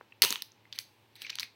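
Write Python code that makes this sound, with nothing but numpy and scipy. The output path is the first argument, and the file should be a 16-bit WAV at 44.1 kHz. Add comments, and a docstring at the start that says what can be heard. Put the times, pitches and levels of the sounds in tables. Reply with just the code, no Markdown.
"""A sharp crack and a papery slide: a folded leaflet is pulled open in a small, quiet living room.
The fold gives, the leaves rub apart, then creases buckle one by one as the sheet is turned and lifted.
Each buckle rings a small panel of paper for a few cycles; catching fibres make the rustle and hiss.
Fingers and sheet bump softly, and a faint low hum fills the room."""
import sys
import numpy as np
from scipy import signal
from scipy.fft import rfft, irfft
from scipy.io import wavfile

SR = 44100
rng = np.random.default_rng(int(sys.argv[2]) if len(sys.argv) > 2 else 0)


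def master(y):
    """Save y as 16-bit WAV."""
    cut = np.clip(np.atleast_2d(y).T, -1, 1)
    pcm = np.round(cut * 32767)  # scale
    wavfile.write(sys.argv[1], SR, pcm.astype(np.int16))


N = 68355
T = np.arange(N) / SR
TOP_HZ = 15900


def from_db(db):
    """Decibels to gain."""
    return 10 ** (np.asarray(db) / 20)


def unit_rms(x):
    """Scale to rms 1."""
    return x / np.sqrt(np.mean(x ** 2) + 1e-20)


def burst_level(x, level_db, window_s=0.004):
    """Give a burst the energy of level_db held for window_s."""
    return from_db(level_db) * x * np.sqrt(window_s * SR / (np.sum(x ** 2) + 1e-20))


def butter(x, hz, kind, order):
    """Butterworth filter."""
    return signal.sosfilt(signal.butter(order, hz, kind, fs=SR, output="sos"), x)


def resonate(x, hz, width_hz):
    """Two-pole resonance, peak gain 1."""
    radius = np.exp(-np.pi * width_hz / SR)
    zeros = np.array([1, 0, -1]) * (1 - radius ** 2) / 2
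    poles = [1, -2 * radius * np.cos(2 * np.pi * hz / SR), radius ** 2]
    return signal.lfilter(zeros, poles, x)


def colour(x, spectrum):
    """Shape x by (freq_hz, gain_db) points; rms 1."""
    freq_hz, gain_db = np.transpose(spectrum)
    bins_hz = np.maximum(np.fft.rfftfreq(N, 1 / SR), 1)
    gain = from_db(np.interp(np.log(bins_hz), np.log(freq_hz), gain_db))
    return unit_rms(irfft(rfft(x) * gain, N))


def envelope(time_s, level_db):
    """Gain through the points, zero outside them."""
    return from_db(np.interp(T, time_s, level_db)) * (T > time_s[0]) * (T < time_s[-1])


def add(out, start_s, x):
    """Mix x in at start_s."""
    i = int(start_s * SR)
    out[i:i + len(x)] += x[:N - i]


def diffuse_tail(x, t60_s, onset_s=None):
    """Convolve with decaying noise of unit energy, optionally faded in."""
    t = T[:SR // 2]
    tail = rng.standard_normal(len(t)) * from_db(-60 * t / t60_s)
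    if onset_s:
        tail *= 1 - np.exp(-t / onset_s)
    return signal.fftconvolve(x, tail / np.sqrt(np.sum(tail ** 2)))[:N]


def room_hum(pitch_hz=111, width_hz=14, level_db=-71.5):
    """Wavering low hum: a narrow band of noise."""
    noise = rng.standard_normal(N + SR)  # 1 s extra to settle
    hum = resonate(resonate(noise, pitch_hz, width_hz), pitch_hz, width_hz)[SR:]
    return from_db(level_db) * unit_rms(hum)


# Still-room spectrum: freq_hz, gain_db
AIR_SPECTRUM = [(20, -12.5), (55, -8.5), (80, -4), (110, -0.5), (150, -6.5), (195, -2), (280, -2.5),
                (335, -1), (450, -3.5), (720, -9), (850, -2), (1300, -12.5), (2600, -8), (4000, -13.5),
                (7000, -24), (10000, -28.5), (16000, -23.5)]
def room_air(level_db=-66.5):
    """Soft, steady room noise."""
    return from_db(level_db) * colour(rng.standard_normal(N), AIR_SPECTRUM)


def room_reverb(x, split_hz=7500, onset_s=0.011, gain_db=-14.5):
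    """Short diffuse tail that dies sooner in the treble."""
    low = butter(diffuse_tail(x, t60_s=0.26, onset_s=onset_s), split_hz, "low", order=4)
    treble = butter(diffuse_tail(x, t60_s=0.18, onset_s=onset_s), split_hz, "high", order=4)
    return from_db(gain_db) * (low + treble)


# Mode clusters of the open sheet: centre_hz, width_hz, gain_db
MODE_CLUSTERS = [(2300, 200, -20), (4080, 790, -22.5)]
def sheet_ring(x):
    """Close modes linger after the paper is disturbed."""
    lingering = diffuse_tail(x, t60_s=0.48)
    return sum(from_db(db) * resonate(lingering, hz, width_hz) for hz, width_hz, db in MODE_CLUSTERS)


# Bumps of fingers and sheet: start_s, pitch_hz, level_db, decay_s
SHEET_BUMPS = [(.0098, 627, -46, .0014), (0.0105, 1255, -48, .0016), (.221, 815, -40.5, 0.0013),
               (.222, 260, -51, .006), (.238, 430, -34.5, .014), (0.244, 125, -47, .015),
               (.304, 330, -40.5, .011)]
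def bumps(band_ratio=1.55):
    """Dull, quickly damped flaps of the whole sheet."""
    out, t = np.zeros(N), T[:SR // 10]
    for start_s, pitch_hz, level_db, decay_s in SHEET_BUMPS:
        push = rng.standard_normal(len(t)) * np.exp(-t / decay_s)
        flap = butter(push, [pitch_hz / band_ratio, pitch_hz * band_ratio], "band", order=3)
        add(out, start_s, burst_level(flap, level_db))
    return out


def fibres(clicks_per_s=12000, spread_db=3):
    """Dense, uneven clicks of paper fibres catching and letting go."""
    size_db = spread_db * np.minimum(rng.exponential(1, N), 5)
    polarity = rng.choice([-1, 1], N)
    catches = rng.random(N) < clicks_per_s / SR
    return from_db(size_db) * polarity * catches


# Resonance of the sliding leaf: time_s, level_db
SINGING_LEVELS = [(.225, -49), (0.244, -42), (.285, -38.5), (.315, -67), (.345, -50.5), (.40, -54),
                  (.43, -67)]
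def singing_leaf(pitch_hz=2900, width_hz=520):
    """Catching fibres keep one resonance of the sliding leaf going."""
    time_s, level_db = np.transpose(SINGING_LEVELS)
    tone = resonate(resonate(fibres(), pitch_hz, width_hz), pitch_hz, width_hz)
    return envelope(time_s, level_db) * unit_rms(tone)


# Leaves sliding apart; sheet turned and lifted: time_s, rustle_db, hiss_db
SLIDE_LEVELS = [(.221, -86, -84), (.229, -23, -34.5), (.241, -27.5, -28), (.257, -35.5, -38),
                (.29, -42, -46), (.318, -37.5, -46.5), (.34, -43, -47.5), (.37, -49.5, -59.5),
                (.405, -58, -83.5), (.43, -81.5, -94.5)]
TURN_LEVELS = [(.722, -76.5, -76.5), (.742, -57.5, -73), (.761, -49.5, -58.5), (.772, -61, -74),
               (.80, -51.5, -50), (.85, -83.5, -75.5), (1.148, -97.5, -91), (1.162, -54.5, -58),
               (1.178, -60, -79), (1.208, -55.5, -70), (1.222, -48, -48), (1.24, -48, -70),
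               (1.28, -53.5, -83), (1.32, -54, -88), (1.38, -58, -80), (1.415, -52.5, -59),
               (1.44, -47, -60.5), (1.465, -61.5, -96), (1.52, -81, -85.5)]
# Spectra of the two rustles and their hiss: freq_hz, gain_db
SLIDE_SPECTRUM = [(100, -28), (450, -15.5), (700, -25.5), (950, -2.5), (1200, -17), (2300, -6), (2900, 0),
                  (3700, -6.5), (5200, -19), (6300, -4), (7100, -23), (16000, -46)]
TURN_SPECTRUM = [(200, -11), (1200, -19), (1650, -5), (2300, 1.5), (3050, -5), (4200, 2), (5200, -10),
                 (6200, -7.5), (7200, -41), (16000, -29)]
HISS_SPECTRUM = [(3000, -47.5), (7200, -8), (8400, 7.5), (9300, -11), (10500, 5), (13000, 1), (15300, 4.5),
                 (16500, -9.5)]
def rubbing():
    """Paper on paper: catching fibres sound the sheet and hiss above it."""
    out = np.zeros(N)
    for levels, spectrum in ((SLIDE_LEVELS, SLIDE_SPECTRUM), (TURN_LEVELS, TURN_SPECTRUM)):
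        time_s, rustle_db, hiss_db = np.transpose(levels)
        out += envelope(time_s, rustle_db) * colour(fibres(), spectrum)
        out += envelope(time_s, hiss_db) * colour(fibres(), HISS_SPECTRUM)
    return out


# Buckling creases: start_s, panel_hz, panel_q, ring_db, crack_db, flex_db, run_s
BUCKLES = [(0.1223, 2630, 13, -48.5, -92, -62, 0.0036), (0.22, 3430, 2.07, -12, -15.5, -34, 0.0043),
           (0.2314, 4000, 4.3, -21.5, -34, -38, 0.00061), (0.237, 4030, 9, -21, -47, -39.5, .0005),
           (0.2486, 4100, 2.2, -23, -34, -33, 0.0003), (0.3056, 5940, 1, -27, -32.5, -46, 0.00063),
           (0.325, 3430, 3.4, -28.5, -31.5, -37.5, 0.0021), (0.3574, 2960, 2.9, -31.5, -69, -41.5, 0.00039),
           (0.4215, 4200, 4.1, -33, -37, -51, 0.00034), (0.519, 6100, 9, -56.5, -75, -72.5, 0.00087),
           (0.653, 2050, 13, -55, -88, -64.5, 0.0012), (0.7265, 3580, 3.7, -37, -61, -60.5, 0.003),
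           (.7338, 3700, 6, -46.5, -69, -69, .0008), (0.7794, 3000, 6.8, -50.5, -80, -56.5, 0.001),
           (0.788, 3980, 1.42, -29, -38.5, -51.5, 0.001), (1.1548, 3900, 11, -50.5, -62, -72, .0022),
           (1.219, 2880, 2.2, -38, -50.5, -59, 0.0012), (1.247, 2340, 21, -36.5, -61, -63, 0.008),
           (1.2658, 2340, 2.2, -40, -78, -58.5, 0.0044), (1.296, 2310, 2.8, -36, -65, -71, 0.0026),
           (1.2998, 4070, 7, -34.5, -52, -53.5, 0.0015), (1.3034, 3100, 0.84, -35, -56.5, -51, 0.00033),
           (1.3283, 2460, 13, -42.5, -76, -70, 0.0054), (1.3551, 3820, 2.4, -37.5, -44, -57.5, 0.00077),
           (1.3864, 3150, 1.9, -33.5, -63.5, -42.5, 0.00024),
           (1.397, 4030, 4.8, -29.5, -40.5, -56, 0.00027), (1.4024, 3900, 1.4, -36, -63, -49, 0.0021),
           (1.4061, 4500, 2, -41, -44.5, -49.5, 0.0048), (1.429, 2300, 8.7, -34.5, -56, -58, 0.004),
           (1.4306, 4220, 12, -36, -51, -49, 0.00086)]
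def buckling_creases(first_slip_gain=6.0, after_db=-4.5, after_decay_s=0.0017):
    """One big slip and a run of small ones ring a panel, crack in the treble and flex the sheet."""
    out, t = np.zeros(N), T[:SR // 40]
    for start_s, panel_hz, panel_q, ring_db, crack_db, flex_db, run_s in BUCKLES:
        run = np.exp(-(t / run_s) ** 1.8)
        after = from_db(after_db) * np.exp(-t / after_decay_s)
        slips = rng.standard_normal(len(t)) * (run + after)
        slips[0] += first_slip_gain
        width_hz = panel_hz / panel_q
        ring = resonate(slips, panel_hz, width_hz)
        ring = resonate(ring, panel_hz, 5 * width_hz)  # radiates only near its pitch
        ring = butter(ring, 1500, "high", order=4)
        ring = butter(ring, 7050, "low", order=8)
        crack = butter(slips, 7600, "high", order=3)
        crack = butter(crack, TOP_HZ, "low", order=6)
        flex = butter(slips, [970, 2003], "band", order=3)
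        for part, level_db in ((ring, ring_db), (crack, crack_db), (flex, flex_db)):
            add(out, start_s, burst_level(part, level_db))
    return out


def scene():
    """The leaflet close to the microphone, in the room; mono."""
    paper = buckling_creases() + bumps() + singing_leaf() + rubbing()
    return (paper + sheet_ring(paper) + room_reverb(paper) + room_hum() + room_air())[None]


def record(dry, ceiling=0.65, dip_depth=0.94):
    """Small microphone: loudest crack rounded off, little bass, a treble dip, a steep top cut."""
    x = ceiling * np.tanh(dry / ceiling)
    x = butter(x, 80, "high", order=3)
    x = x - dip_depth * resonate(x, hz=6990, width_hz=200)
    return signal.sosfilt(signal.ellip(10, 0.2, 80, TOP_HZ, fs=SR, output="sos"), x)


dry = scene()
out = record(dry)
master(out)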